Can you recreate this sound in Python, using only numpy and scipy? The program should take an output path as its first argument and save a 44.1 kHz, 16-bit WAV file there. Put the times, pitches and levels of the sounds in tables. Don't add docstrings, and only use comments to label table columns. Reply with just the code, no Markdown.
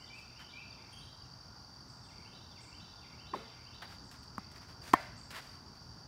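import sys
import numpy as np
from scipy import signal
from scipy.fft import rfft, irfft
from scipy.io import wavfile
from scipy.ndimage import uniform_filter1d

SR = 44100
rng = np.random.default_rng(int(sys.argv[2]) if len(sys.argv) > 2 else 0)


def gain_from_decibels(decibels):
    exponent = np.asarray(decibels, float) / 20
    return 10 ** exponent


def int16_out(signal):
    q = np.round(np.clip(np.atleast_2d(signal).T, -1, 1) * 32767)
    wavfile.write(sys.argv[1], SR, q.astype(np.int16))


N = 267687

# delay/s,
# f/Hz, level/dB, t60/s, rise/s, fade power/1 (1 rings on, 2 is felt-choked)
POP_MODES = [(-.002, 350, -36, .06, .002, 1.1), (.0022, 1060, -20, .012, .003, 2.2),
             (.0105, 950, -29, .025, .001, 1.2), (.005, 770, -33, .03, .002, 1.1),
             (.012, 620, -30, .02, .001, 1.1), (.004, 1770, -43, .04, .001, 1.1),
             (.026, 370, -37, .05, .002, 1.1), (.006, 200, -45, .15, .003, 1.1)]
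BOUNCE_MODES = [(.0001, 1130, -25.5, .0075, .0004, 1.75), (.00025, 210, -28, .035, .0021, .9),
                (0, 1280, -38, .035, .0008, .95), (.0017, 770, -41, .034, .0006, .98)]
STRIKE_MODES = [(0, 2210, -19, .0084, .0005, 1.1), (.0014, 298, -13, .02, .00135, 1.3),
                (.004, 1060, -4.8, .00515, .00065, 3.3), (.0079, 1100, -17, .0225, .0003, .9),
                (.00426, 1815, -24.5, .05, .0004, 1.1), (.0033, 708, -13, .028, .0045, 1.05),
                (.00034, 1180, -25, .027, .0005, 1.6), (.002, 3190, -34, .04, .0004, 1.1),
                (.0018, 160, -27, .032, .006, 1.6), (.012, 2110, -42, .14, .003, .95),
                (.012, 2255, -43, .14, .003, .95), (.012, 930, -40, .12, .003, .95),
                (.01, 600, -51, .6, .005, .95)]
# f/Hz, density/dB
POP_ECHO = [(100, -10), (300, 0), (700, -4), (1050, -8), (1400, -19), (2500, -21), (4000, -24), (7000, -45)]
STRIKE_ECHO = [(150, -16), (350, -6), (950, 0), (1400, -7), (2100, -4), (2800, -11.5), (4500, -17),
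               (9000, -32)]
# f/Hz, density/dB
GRIT_SPECTRUM = [(1500, -20), (2500, -4), (5000, 0), (8000, -3.5), (12000, -11), (15800, -12)]
SOLE_SPECTRUM = [(200, -22), (450, -8), (1000, -1.5), (1600, 0), (2500, -6), (4500, -12), (7000, -28)]
# t/s, length/s, grit level/dB, sole level/dB
STAMPS = [(.392, .06, -72, -55), (.9, .2, -73, -80), (3.745, .02, -74, -62), (3.819, .045, -72, -47.5),
          (4.112, .03, -59, -60), (4.14, .04, -68, -60), (4.228, .02, -63, -68), (4.515, .02, -62, -64),
          (4.61, .06, -69, -60), (4.68, .07, -69, -61), (4.995, .09, -65, -56), (5.305, .03, -54, -49),
          (5.41, .18, -65, -61), (5.75, .04, -78, -66)]
# t/s, length/s, grit level/dB, sole level/dB
DRAGS = [(.15, .08, -67, -80), (3.87, .1, -66, -57), (4.53, .07, -67, -58), (4.81, .13, -58, -56),
         (5.325, .085, -59, -45)]
# t/s, length/s, from f/Hz, to f/Hz, level/dB
NEAR_WREN_PHRASE = [(-.168, .038, 2750, 3120, -6), (-.134, .04, 3120, 2880, -4),
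                    (-.034, .03, 3680, 3100, -6), (-.004, .11, 2340, 2710, 2.5)]
FAR_WREN_PHRASE = [(-.004, .034, 3640, 3080, -1), (.044, .036, 2780, 2080, -1),
                   (.074, .034, 2080, 2400, -1), (.15, .04, 2150, 2420, -7), (.203, .018, 2820, 2620, -4),
                   (.21, .048, 2620, 3090, 3), (.282, .08, 3430, 3960, 3.5)]
CHIP_NOTES = [(0, .013, 6500, 8400, -1), (.008, .018, 8350, 7400, -1), (.014, .018, 9050, 8100, -7),
              (.022, .022, 7800, 6700, -6)]
# t/s, length/s, from f/Hz, to f/Hz, level/dB
STRAY_NOTES = [(-.002, .06, 2780, 3060, -62), (-.01, .05, 2350, 2050, -67), (.485, .08, 3750, 3930, -65),
               (1.21, .02, 3000, 2750, -70), (1.245, .02, 2900, 2500, -70)]
THIN_CALL = [(2.17, .3, 8930, 9050, -85)]
# t/s, level/dB
NEAR_WREN_STARTS = [(.094, -58), (.524, -57)]
FAR_WREN_STARTS = [(-.225, -73), (.245, -70), (.716, -65), (2.04, -65), (2.512, -63), (2.975, -63),
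                   (3.443, -64)]
CHIP_STARTS = [(-.02, -73), (.135, -73), (1.875, -73), (2.03, -75), (2.6, -68), (4.035, -72), (4.17, -76),
               (5.163, -67)]
# delay/s, level/dB
TRUNK_ECHOES = [(.048, -8), (.075, -4), (.125, -9)]
# f/Hz, width/Hz, level/dB
HINGE_MODES = [(3200, 130, -61.5), (6350, 120, -76), (9150, 160, -73), (12500, 900, -87)]
# pulse rate/Hz, start f/Hz, end f/Hz, pulse length/s, level/dB
CRICKETS = [(42.7, 4960, 4400, .012, -64.5), (53.3, 4880, 4500, .01, -64.5)]
# f/Hz, width/Hz, level/dB
CHORUS_BANDS = [(4700, 520, -64), (5450, 700, -65), (9300, 900, -88)]
# f/Hz, width/Hz, level/dB
MOTOR_BANDS = [
    (1415, 14, -73.5),
    (120, 12, -66),
]
# f/Hz, density/dB
AIR_SPECTRUM = [(25, -40), (45, -4), (62, 2.5), (110, 1.5), (240, -5), (500, -16), (950, -9.5),
                (1500, -15.5), (2300, -27.5), (3500, -27), (6300, -25), (7600, -36), (10500, -41),
                (16000, -39.5)]
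# f/Hz, t60/s
TREE_T60 = [(200, .4), (1000, .55), (2100, .75), (3000, .95), (3900, .8), (8000, .75), (15000, .4)]
# longest glide/s, sag/(Hz/s), fade/(dB/s)
NEAR_VOICE, FAR_VOICE, CHIP_VOICE = (.1, 100, 12), (.032, 1500, 110), (.035, 100, 100)


def evened(x):
    return x / np.sqrt(np.mean(x ** 2) + 1e-20)


def noise(count):
    return rng.standard_normal(count)


def read(points, hz):
    f, value = np.transpose(points)
    return np.interp(np.log(hz + 1), np.log(f + 1), value)


def add(mix, start_s, sound):
    at = round(start_s * SR)
    sound = sound[max(-at, 0):]
    part = mix[max(at, 0):][:len(sound)]
    part += sound[:len(part)]


def coloured(x, points):
    gain = gain_from_decibels(read(points, np.fft.rfftfreq(len(x), 1 / SR)))
    return evened(irfft(rfft(x) * gain, len(x)))


def resonate(x, hz, width_hz):
    turn = np.exp(2j * np.pi * hz * np.arange(len(x)) / SR)
    r = np.exp(-np.pi * width_hz / SR)
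    smooth = signal.lfilter([(1 - r) ** 2], [1, -2 * r, r * r], x / turn)
    return 2 * (turn * smooth).real


def bands(table, count):
    return sum(gain_from_decibels(db) * evened(resonate(noise(count), hz, width_hz)) for hz, width_hz, db in table)


def drift(hz):
    knots = noise(int(N / SR * 200) + 2)
    knots = evened(signal.lfilter([1], [1, -np.exp(-hz / 30)], knots))
    return np.interp(np.arange(N), np.linspace(0, N, len(knots)), knots)


def placed(x, trees_db):
    return np.array([x, gain_from_decibels(trees_db) * x])


def hit(modes, echo, at_s, crack_db, crack_t60_s, tilt_db_per_octave, trees_db):
    t, out = np.arange(SR // 4) / SR, np.zeros((2, N))
    crack_spectrum = [(500, -30), (1500, 0), (16000, tilt_db_per_octave * np.log2(16000 / 1500))]
    crack_envelope = gain_from_decibels(crack_db - 60 * t / crack_t60_s) * (1 - np.exp(-t / .0008))
    add(out[0], at_s, crack_envelope * coloured(noise(len(t)), crack_spectrum))
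    for delay_s, hz, db, t60_s, rise_s, power in modes:
        envelope = gain_from_decibels(db - 60 * (t / t60_s) ** power) * (1 - np.exp(-(t / rise_s) ** 2))
        add(out[0], at_s + delay_s, envelope * np.sin(2 * np.pi * hz * t))
    add(out[1], at_s, gain_from_decibels(trees_db - 60 * t / .03) * coloured(noise(len(t)), echo) / 4)
    return out


def ball():
    pop = hit(POP_MODES, POP_ECHO, at_s=3.334, crack_db=-46, crack_t60_s=.06,
              tilt_db_per_octave=-15, trees_db=-19.3)
    bounce = hit(BOUNCE_MODES, STRIKE_ECHO, at_s=4.3805, crack_db=-41, crack_t60_s=.012,
                 tilt_db_per_octave=-3.5, trees_db=-36)
    strike = hit(STRIKE_MODES, STRIKE_ECHO, at_s=4.9338, crack_db=-24, crack_t60_s=.03,
                 tilt_db_per_octave=-6, trees_db=-18.5)
    return pop + bounce + strike


def shoes():
    grains_per_s = 16000
    grains = noise(N) * gain_from_decibels(1.7 * rng.exponential(1, N)) * (rng.random(N) < grains_per_s / SR)
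    grit = coloured(grains, GRIT_SPECTRUM)
    sole = coloured(grains + 1.5 * noise(N), SOLE_SPECTRUM)
    out = np.zeros(N)
    for table, rise_share in [(STAMPS, .04), (DRAGS, .62)]:
        for start_s, length_s, grit_db, sole_db in table:
            t, at = np.arange(0, length_s, 1 / SR), round(start_s * SR)
            stroke = np.interp(t, [0, rise_share * length_s, length_s], [0, 1, 0]) ** .6
            span = slice(at, at + len(t))
            add(out, start_s, stroke * (gain_from_decibels(grit_db) * grit[span] + gain_from_decibels(sole_db) * sole[span]))
    return placed(out * gain_from_decibels(1.6 * drift(60.)), -12)


def whistle(length_s, from_hz, to_hz, db, glide_s, sag_hz_per_s, fade_db_per_s):
    t = np.arange(0, length_s, 1 / SR)
    glide_s = min(glide_s, length_s)
    linger = 1.45
    share = np.sin(np.pi / 2 * np.minimum(t / glide_s, 1) ** linger) ** 2
    hz = from_hz + (to_hz - from_hz) * share - sag_hz_per_s * np.maximum(t - glide_s, 0)
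    waver = 1 + .004 * evened(uniform_filter1d(noise(len(t)), 150))
    tone = np.sin(2 * np.pi * np.cumsum(hz * waver) / SR)
    return np.sqrt(2) * gain_from_decibels(db - fade_db_per_s * t) * tone * signal.windows.tukey(len(t), .4)


def song(phrase, voice, starts, trees_db, trunks=()):
    out = np.zeros(N)
    for start_s, db in starts:
        for note_s, *pitch in phrase:
            note = whistle(*pitch, *voice)
            for late_s, echo_db in [(0, 0), *trunks]:
                add(out, start_s + note_s + late_s, gain_from_decibels(db + echo_db) * note)
    return placed(out, trees_db) * gain_from_decibels([1.8 * drift(50.), 4.5 * drift(90.)])


def birds():
    once = [(0, 0)]
    wrens = song(NEAR_WREN_PHRASE, NEAR_VOICE, NEAR_WREN_STARTS, -2.2)
    wrens = wrens + song(FAR_WREN_PHRASE, FAR_VOICE, FAR_WREN_STARTS, -3.5, TRUNK_ECHOES)
    lone = song(STRAY_NOTES, FAR_VOICE, once, -1.2) + song(THIN_CALL, NEAR_VOICE, once, 1.5)
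    return wrens + lone + song(CHIP_NOTES, CHIP_VOICE, CHIP_STARTS, 4.4)


def gate():
    start_s, length_s = .925, .17
    t, out = np.arange(0, length_s, 1 / SR), np.zeros(N)
    push = np.interp(t, [0, .002, length_s], [0, 1.3, 0]) ** 1.1
    add(out, start_s, push * bands(HINGE_MODES, len(t)))
    return placed(out * gain_from_decibels(4 * drift(40.)), -3)


def cricket(rate_hz, start_hz, end_hz, length_s, db):
    cycles = np.cumsum(rate_hz * (1 + .03 * drift(8.))) / SR + rng.random()
    since_s = cycles % 1 / rate_hz
    share = np.clip(since_s / length_s, 0, 1)
    hz = (start_hz + (end_hz - start_hz) * share) * (1 + .008 * drift(25.))
    phase = 2 * np.pi * np.cumsum(hz) / SR
    strokes = np.sin(np.pi * share) ** 1.5 * (np.sin(phase) + gain_from_decibels(-28) * np.sin(2 * phase))
    return gain_from_decibels(db + 2.5 * drift(15.)) * evened(strokes)


def insects():
    near = sum(cricket(*row) for row in CRICKETS)
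    far = sum(gain_from_decibels(1.2 * drift(30.)) * bands([row], N) for row in CHORUS_BANDS)
    return near + far


def traffic():
    frames, hz = N // 1024 + 5, np.fft.rfftfreq(2048, 1 / SR)
    shape = (len(hz), frames)
    patches = evened(uniform_filter1d(uniform_filter1d(noise(shape), 20, 0), 4, 1))
    t = np.arange(frames) * 1024 / SR
    rise_db_per_s, wander_db, wander_hz = .45, .8, 1.2
    swell_db = rise_db_per_s * (t - t.mean()) + wander_db * np.sin(2 * np.pi * wander_hz * t + 2.5)
    field_db = read(AIR_SPECTRUM, hz)[:, None] + .8 * patches + swell_db / (1 + hz[:, None] / 600)
    field = (noise(shape) + 1j * noise(shape)) * gain_from_decibels(field_db)
    window = np.sqrt(signal.get_window("hann", 2048))
    wash = signal.istft(field, window=window, nperseg=2048)[1][:N]
    return gain_from_decibels(-56) * evened(wash)


def motor():
    return bands(MOTOR_BANDS, N)


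def passing_engine():
    peak_s, spread_s = 3.95, .16
    swell = np.exp(-((np.arange(N) / SR - peak_s) / spread_s) ** 2)
    return swell * bands([(192, 22, -63)], N)


def trees(x):
    taps = np.zeros(SR)
    at = np.arange(300, SR - 20, 20) + rng.integers(0, 20, (SR - 301) // 20)
    taps[at] = rng.choice([-1., 1.], at.shape)
    hz, t, z = signal.stft(taps, SR, nperseg=256)
    decay = gain_from_decibels(-60 * t / read(TREE_T60, hz)[:, None])
    tail = signal.istft(z * decay, SR, nperseg=256)[1]
    return signal.fftconvolve(x, tail / np.linalg.norm(tail))[:N]


def scene():
    direct, sent = ball() + shoes() + birds() + gate()
    background = insects() + traffic() + motor() + passing_engine()
    return (direct + trees(sent) + background)[None]


def roll_off(x):
    return signal.sosfilt(signal.butter(12, 16470, fs=SR, output="sos"), x)


def record(dry):
    thin = signal.sosfilt(signal.butter(3, 37, "highpass", fs=SR, output="sos"), dry)
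    lowpass = signal.firwin(511, 15780, window=("kaiser", 9), fs=SR)
    limited = signal.oaconvolve(thin, lowpass[None], "same")
    return roll_off(limited)


dry = scene()
out = record(dry)
int16_out(out)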